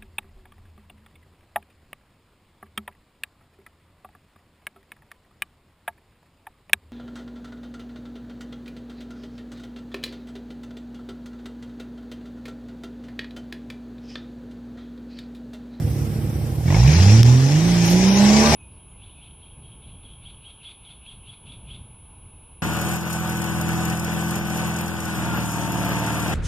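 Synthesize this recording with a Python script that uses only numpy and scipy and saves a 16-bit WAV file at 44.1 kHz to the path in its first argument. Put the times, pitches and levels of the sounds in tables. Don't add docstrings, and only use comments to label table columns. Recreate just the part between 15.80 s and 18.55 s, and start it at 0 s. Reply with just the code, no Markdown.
import sys
import numpy as np
from scipy import signal
from scipy.fft import rfft, irfft, next_fast_len
from scipy.io import wavfile
from scipy.ndimage import uniform_filter1d

SR = 44100
rng = np.random.default_rng(int(sys.argv[2]) if len(sys.argv) > 2 else 0)


def rack_gain(trim_db):
    fader = np.asarray(trim_db, float)
    return 10 ** (fader / 20)


def master(y):
    cut = np.clip(np.atleast_2d(y).T, -1, 1)
    pcm = np.round(cut * 32767)
    wavfile.write(sys.argv[1], SR, pcm.astype(np.int16))


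N = 121275
PAD = next_fast_len(N + 8192)


def evened(x):
    return x / np.sqrt(np.mean(x ** 2) + 1e-20)


def read(points, hz):
    f, value = np.transpose(points)
    return np.interp(np.log(hz + 1), np.log(f + 1), value)


def control(axis):
    # t/s, firing rate/Hz, note level/dB, roar effort/dB, fall per octave/dB, unevenness/dB
    engine = [(0.0, 37.35, -42, -50, -0.5, 11.5), (0.149, 35.1, -45.5, -48, 2, 11),
              (0.749, 35.77, -48.5, -49.5, 2, 16.5), (0.83, 39, -38, -48.5, -2, -1),
              (0.875, 43.83, -32, -39, -2, -11), (0.93, 49.54, -24.5, -31.5, -3.5, -18),
              (1.029, 62.27, -12, -30.5, -15, -17.5), (1.13, 79.44, -17.5, -25.5, -9.5, -13),
              (1.192, 89.2, -10.5, -27, -20.5, -13), (1.341, 110.2, -8, -24.5, -12, -27),
              (1.41, 116.4, -6, -28.5, -16.5, -20.5), (1.659, 136, -14, -31, -11, -25),
              (1.881, 175.1, -15.5, -29, -16.5, -14.5), (2.07, 168.7, -16, -25, -11, -14.5),
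              (2.2, 186.6, -15.5, -27, -8.5, -17), (2.48, 207.2, -12, -23.5, -20.5, -21),
              (2.58, 215.8, -11.5, -22.5, -10, -19), (2.75, 227, -22.5, -20.5, -1.5, -6)]
    rows = np.array(engine)
    return uniform_filter1d(np.interp(np.arange(N) / SR, rows[:, 0], rows[:, axis]), size=441)


def wander(hz):
    lowpass = signal.butter(2, hz, fs=SR, output="sos")
    x = signal.sosfilt(lowpass, rng.standard_normal(N + SR // 2))
    return evened(x[-N:])


def coloured(x, points):
    gain = rack_gain(read(points, np.fft.rfftfreq(PAD, 1 / SR)))
    return irfft(rfft(x, PAD) * gain, PAD)[..., :N]


def ringing(x, peaks):
    f = np.fft.rfftfreq(N, 1 / SR)
    lift = sum(rack_gain(db) / (1 + (2 * (f - hz) / width_hz) ** 2) for hz, width_hz, db in peaks)
    return irfft(rfft(x) * (1 + lift), N)


def ports(a, b):
    # f/Hz, left minus right/dB
    port_db = [(60, -3), (380, -5), (1290, 1.5), (2400, 0), (5500, 9), (7900, -3.5), (8600, -15.5),
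               (14900, -13.5)]
    # f/Hz, left-right coherence [0-1]
    likeness = [(60, 0.85), (130, 0.89), (290, 0.89), (640, 0.97), (1400, 0.18), (3090, 0.62), (6790, 0.16),
                (14900, 0.057)]
    # f/Hz, left lead/rad
    lead_rad = [(300, 0), (950, 0.26), (1550, -4.5), (2000, -6.5), (4300, -8), (5200, -6.5), (8200, 0.5)]
    hz = np.fft.rfftfreq(PAD, 1 / SR)
    same = np.clip(read(likeness, hz), 0, 1)
    tilt = rack_gain(read(port_db, hz))
    left = rfft(a, PAD) * tilt
    right = same * rfft(a, PAD) * np.exp(-1j * read(lead_rad, hz)) + np.sqrt(1 - same ** 2) * rfft(b, PAD)
    return irfft(np.array([left, right]) * np.sqrt(2 / (1 + tilt ** 2)), PAD)[:, :N]


def patchy(points, patch_db, flicker_db):
    frames, hz = N // 128 + 5, np.fft.rfftfreq(512, 1 / SR)
    z = rng.standard_normal((frames, 257, 5)).T
    patches = uniform_filter1d(z[4], size=6, axis=0)
    patches = evened(uniform_filter1d(patches, size=24, axis=1))
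    flicker = evened(uniform_filter1d(rng.standard_normal(frames), size=5))
    field = rack_gain(read(points, hz)[:, None] + patch_db * patches + flicker_db * flicker)
    return signal.istft((z[:2] + 1j * z[2:4]) * field, nperseg=512, noverlap=384)[1][:, :N]


def firing_puffs(turns):
    # f/Hz, level/dB per Hz
    puff_colour = [(30, -30), (60, -25), (120, 4), (220, -6.5), (350, -12), (550, -23.5), (850, -24),
                   (1300, -39.5)]
    # f/Hz, width/Hz, level/dB
    silencer = [(112, 22, 5.5), (213, 27, 14), (315, 180, 6.5), (465, 30, 8), (510, 45, 18), (785, 71, 19)]
    noise_share, decay_turns = 0.7, 0.28
    level_db, effort_follow = -33, 0.16
    effort = control(axis=3)
    sizes = rack_gain(rng.standard_normal(1000).clip(-2, 1.5))
    size = sizes[turns.astype(int)]
    kicks = evened(np.diff(np.floor(turns), prepend=0) * (size - np.mean(size) * 0.78))
    envelope = size * np.exp(-(turns % 1) / decay_turns)
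    gain = rack_gain(level_db + effort_follow * (effort - effort[0]))
    twins = []
    for _ in range(2):
        puff = noise_share * evened(envelope * rng.standard_normal(N)) + (1 - noise_share) * kicks
        twins.append(evened(ringing(coloured(puff, puff_colour), silencer)) * gain)
    return twins


def exhaust(turns):
    # f/Hz, level/dB
    pipe = [(30, -39), (70, 8.5), (125, 16), (180, 7.5), (240, -3), (350, -1), (600, -14), (1000, -13.5)]
    # overtone number, level/dB
    idle_lift = [(2, 0.5), (3, 1.5), (4, 0.5), (5, -7.5), (6, 3.5), (7, -1.5), (8, 1.5), (9, 2), (10, -3.5),
                 (11, -7), (12, -6.5), (13, 0.5), (14, -0.5)]
    # order/sixths of firing rate, level/dB
    uneven_lines = [(2, -2), (3, -13.5), (4, -3), (5, -12.5), (7, -14), (8, -9.5), (9, -19.5), (10, -4),
                    (11, -42), (13, -6), (15, -11), (21, -8), (27, -12)]
    # order/sixths of firing rate, level/dB
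    growl_lines = [(10, -15.5), (11, -26), (13, -23), (15, -28), (16, -18), (18, -12), (22, -16), (23, -28),
                   (25, -25), (26, -17), (27, -18.5), (29, -20.5), (30, -21), (32, -16)]
    # t/s, level/dB, half length/s
    stumbles = [
        (1.376, -7, 0.006),
        (1.7, -3, 0.021),
        (1.8, -5.5, 0.016),
        (2.638, -4, 0.016),
        (2.74, -4, 0.026),
    ]
    pipe_hz, pipe_width_hz = 119, 85
    waver_db, pipe_share = 1.0, 0.44
    growl_db, growl_db_per_octave = -13.5, 44.5

    hz, level, _, fall, uneven = (control(axis=k) for k in range(1, 6))
    t = np.arange(N) / SR
    idle = (hz[0] / hz) ** 2
    lag = 2 * np.arctan((hz - pipe_hz) / pipe_width_hz)
    note = np.cos(2 * np.pi * turns - lag) * rack_gain(waver_db * wander(13))
    note = note * rack_gain(sum(db * np.exp(-((t - s) / half_s) ** 2) for s, db, half_s in stumbles))
    for k, lift_db in idle_lift:
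        k = round(k)
        lag = 2 * np.arctan((k * hz - pipe_hz) / pipe_width_hz) + 0.75 * idle * wander(6.8)
        db = read(pipe, k * hz) + fall * np.log2(k) + lift_db * idle + 2 * waver_db * wander(13)
        note = note + rack_gain(db) * np.cos(2 * np.pi * k * turns - lag)

    def line(k, db, line_waver_db=3, line_waver_hz=7):
        phase = 2 * np.pi * (round(k) / 6 * turns + rng.random())
        return rack_gain(db + line_waver_db * wander(line_waver_hz).clip(-4, 1.5)) * np.cos(phase)

    note = note + sum(line(k, db + uneven + pipe_share * read(pipe, k / 6 * hz)) for k, db in uneven_lines)
    growl = sum(line(k, db, 4.5, 19) for k, db in growl_lines)
    growl = growl * rack_gain(growl_db + growl_db_per_octave * np.log2(hz / hz[-1]))
    low_cut = signal.butter(3, 42, "highpass", fs=SR, output="sos")
    tones = signal.sosfilt(low_cut, np.sqrt(2) * rack_gain(level) * note + growl + firing_puffs(turns))
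    return ports(tones[0], tones[1] - tones[0])


def cracks():
    # t/s, level/dB
    crack_events = [(.856, -34), (0.88, -25.5), (0.904, -21.5), (0.924, -24), (0.946, -20), (0.965, -19.5),
                    (0.984, -28), (1.004, -26), (1.032, -25.5), (1.047, -26), (1.063, -28), (1.117, -31),
                    (1.186, -24.5), (2.722, -18), (2.738, -16)]
    # f/Hz, level/dB per Hz
    crack_colour = [(300, -1), (600, 3), (850, 9), (1150, -2), (1400, -8.5), (2250, -4), (3000, -20),
                    (9000, -33)]
    t60_s = 0.045
    t = np.arange(N) / SR
    shape = sum((t > s) * rack_gain(db - 60 * np.maximum(t - s, 0) / t60_s) for s, db in crack_events)
    return ports(*(evened(coloured(rng.standard_normal((2, N)), crack_colour)) * shape))


def rattles():
    # t/s, level/dB, f/Hz
    shield_hits = [(0.8783, -30, 1800), (0.9029, -25, 2420), (0.9437, -15.5, 2160), (1.0005, -26, 2410),
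                   (1.018, -25, 1945), (1.034, -27, 2680), (1.0624, -24, 2450), (1.0774, -18, 2530),
                   (1.0898, -16, 2370), (1.1527, -28.5, 2530), (1.1995, -18.5, 1930), (1.2614, -29, 2580),
                   (1.3191, -23, 2440)]
    level_db, t60_s, width_hz, attack_s = -0.5, 0.023, 900, 0.0005
    out = np.zeros((2, N))
    slow = rng.standard_normal((2, N)) + 1j * rng.standard_normal((2, N))
    slow = signal.lfilter([1], [1, -np.exp(-np.pi * width_hz / SR)], slow)
    slow = slow / np.sqrt(np.mean(abs(slow) ** 2))
    u = np.arange(SR // 10) / SR
    for s, db, hz in shield_hits:
        at = round(s * SR)
        span = slice(at, at + len(u))
        envelope = rack_gain(level_db + db - 60 * u / t60_s) * np.minimum(u / attack_s, 1)
        ring = (0.57 + 0.35 * slow[:, span]) * np.exp(2j * np.pi * hz * u)
        out[:, span] += envelope * ring.real
    return ports(*out)


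def band_even(x, lo_hz, hi_hz):
    bandpass = signal.butter(4, [lo_hz, hi_hz], "bandpass", fs=SR, output="sos")
    band = signal.sosfilt(bandpass, x)
    return x / np.sqrt(np.mean(band ** 2))


def roar(turns):
    # f/Hz, level/dB per Hz
    roar_colour = [(350, 3), (600, 0.5), (988, -2.5), (1310, -5), (1960, -3.5), (4060, -7.5), (5390, -7),
                   (12600, -27), (15000, -31)]
    # f/Hz, width/Hz, level/dB
    body = [(821, 19, 7), (2460, 660, -10.5), (5510, 790, -2), (6420, 1700, 2)]
    level_db, gate_depth, gate_decay_turns = -1.5, 0.16, 0.63
    grit_db, grit_per_s, grit_spread_db = -6.5, 760, -0.5
    bright_db, bright_db_per_octave = -12, 12

    gate = 1 - gate_depth + gate_depth * evened(np.exp(-(turns % 1) / gate_decay_turns))
    grit_size = rack_gain(grit_spread_db * np.minimum(rng.exponential(1, (2, N)), 5))
    grit = grit_size * (rng.random((2, N)) < grit_per_s / SR)
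    grit = signal.lfilter([1], [1, -0.97], grit) * rng.standard_normal((2, N))
    rush = evened(patchy(roar_colour, patch_db=2.0, flicker_db=0.82)) * gate
    x = rush + rack_gain(grit_db) * evened(coloured(grit, roar_colour))
    x = band_even(ringing(x, body), 1500, 8000)
    speed = control(axis=1)
    sizzle = np.diff(x, n=2, axis=1, prepend=0, append=0)
    x = x - sizzle * rack_gain(bright_db + bright_db_per_octave * np.log2(speed / speed[-1]))
    return ports(*(x * rack_gain(level_db + control(axis=3))))


def stones(snap_s):
    # f/Hz, level/dB, t60/s
    snap_modes = [(1800, -11, 0.0013), (3640, 3, 0.0025), (5450, 9, 0.0037), (7900, -6, .0025),
                  (11400, -4, 0.0031), (13500, -13, 0.0018), (15000, -24, .0015)]
    # t/s, level/dB, t60/s
    sprays = [
        (2.055, -32.5, 0.18),
        (2.099, -30.5, 0.21),
        (2.118, -47, 0.13),
    ]
    snap_db = -14.5
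    t = np.arange(N) / SR
    u = np.maximum(t - snap_s, 0)
    snap = -sum(rack_gain(snap_db + db - 60 * u / t60_s) * np.sin(2 * np.pi * hz * u) for hz, db, t60_s in snap_modes)
    bandpass = signal.butter(6, [7500, 14500], "bandpass", fs=SR, output="sos")
    fizz = signal.sosfilt(bandpass, rng.standard_normal((2, N)))
    spray = fizz * sum((t > s) * rack_gain(db - 60 * np.maximum(t - s, 0) / t60_s) for s, db, t60_s in sprays)
    return snap * rack_gain(np.array([[2.], [-3.]])) + spray * rack_gain(np.array([[-8.], [5.]]))


def air():
    # f/Hz, level/dB per Hz
    air_colour = [(300, 2), (480, 7.5), (750, -1.5), (1100, -5.5), (2200, -10), (3900, -16), (8800, -14.5),
                  (14500, -12.5)]
    # f/Hz, level/dB
    left_hiss = [(7000, -2), (8700, 6), (9400, 7.5), (10000, -1.5)]
    level_db = -39.5
    wash = evened(patchy(air_colour, patch_db=0.87, flicker_db=1.0))
    left, right = ports(*(rack_gain(level_db) * wash))
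    return np.array([coloured(left, left_hiss), right])


def scene():
    snap_s = 1.4316
    duck_db, duck_before_s, duck_after_s = -9, 0.014, 0.016
    turns = 0.2004 + np.cumsum(control(axis=1)) / SR
    u = np.arange(N) / SR - snap_s
    duck = rack_gain(duck_db * np.exp(-np.where(u < 0, u / duck_before_s, u / duck_after_s) ** 2))
    return (exhaust(turns) + roar(turns) + air()) * duck + cracks() + rattles() + stones(snap_s)


def thinned(x):
    band_edges_hz = (6250, 6880, 7530, 8250)
    # start/s, end/s, lowest band index, highest band index
    dropouts = [(0, .1, 0, 0), (.08, .17, 1, 1), (.26, .49, 0, 0), (.41, .45, 1, 1), (.5, .65, 0, 1),
                (.68, .72, 1, 1), (.73, .79, 0, 0), (1.03, 1.08, 1, 1), (1.12, 1.2, 1, 1),
                (1.13, 1.17, 2, 2), (1.56, 1.63, 1, 1), (1.8, 1.93, 1, 1), (1.92, 1.97, 0, 0),
                (1.98, 2.06, 1, 1), (2.06, 2.12, 2, 2), (2.27, 2.39, 1, 2), (2.29, 2.35, 0, 0),
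                (2.41, 2.45, 0, 0), (2.67, 2.74, 1, 1)]
    weak_hz, weak_db, weak_rise = 8300, -15, 0.12
    edge_hz, sag_hz_per_db, lift_hz_per_db, wobble_hz = 14500, 90, 115, 120
    spiky, spiky_from_hz = 0.4, 1000

    hz, t, z = signal.stft(x, SR, nperseg=1024, noverlap=512)
    power = abs(z) ** 2 + 1e-20

    def band_db(lo_hz, hi_hz):
        return 10 * np.log10(power[:, (hz > lo_hz) & (hz < hi_hz)].mean((0, 1)))

    loud, top = band_db(2000, 8000), band_db(9000, 14000)
    loud_rise = loud - loud.min()
    top_smooth = uniform_filter1d(top, size=15)

    bands = 10 * np.log10(power[:, :512].reshape(2, 64, 8, -1).mean(2))
    balance = uniform_filter1d(bands[0] - bands[1], size=4, axis=1)
    weak = balance < weak_db + weak_rise * loud_rise
    z[0, :512] *= ~(np.repeat(weak, 8, 0) & (hz[:512, None] > weak_hz))

    jump_db = np.maximum(top - top_smooth - 1.5, 0)
    wobble = evened(uniform_filter1d(rng.standard_normal(len(t)), size=5))
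    ragged = evened(uniform_filter1d(rng.standard_normal((len(t), 86)), size=4, axis=0))
    ragged = np.repeat(ragged.T, 6, 0)[:513]
    edge = edge_hz - sag_hz_per_db * loud_rise + wobble_hz * (wobble + 2 * ragged)
    edge = edge + lift_hz_per_db * (top_smooth - top.min()) + 300 * jump_db
    z *= hz[:, None] < edge

    for start_s, end_s, lo, hi in dropouts:
        inside = (hz > band_edges_hz[lo]) & (hz < band_edges_hz[hi + 1])
        z[:, inside] *= (t < start_s) | (t > end_s)
    peaks = (power / uniform_filter1d(power, size=15, axis=1)) ** (spiky / 2)
    z *= np.where(hz[:, None] > spiky_from_hz, peaks, 1)
    return signal.istft(z, SR, nperseg=1024, noverlap=512)[1][:, :N]


def low_pass(x):
    return signal.sosfilt(signal.butter(12, 15530, fs=SR, output="sos"), x)


def record(dry):
    limited = np.tanh(dry / 1.471) * 1.557
    low_cut = signal.butter(2, 37, "highpass", fs=SR, output="sos")
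    mix = thinned(signal.sosfilt(low_cut, limited))
    return low_pass(mix)


dry = scene()
out = record(dry)
master(out)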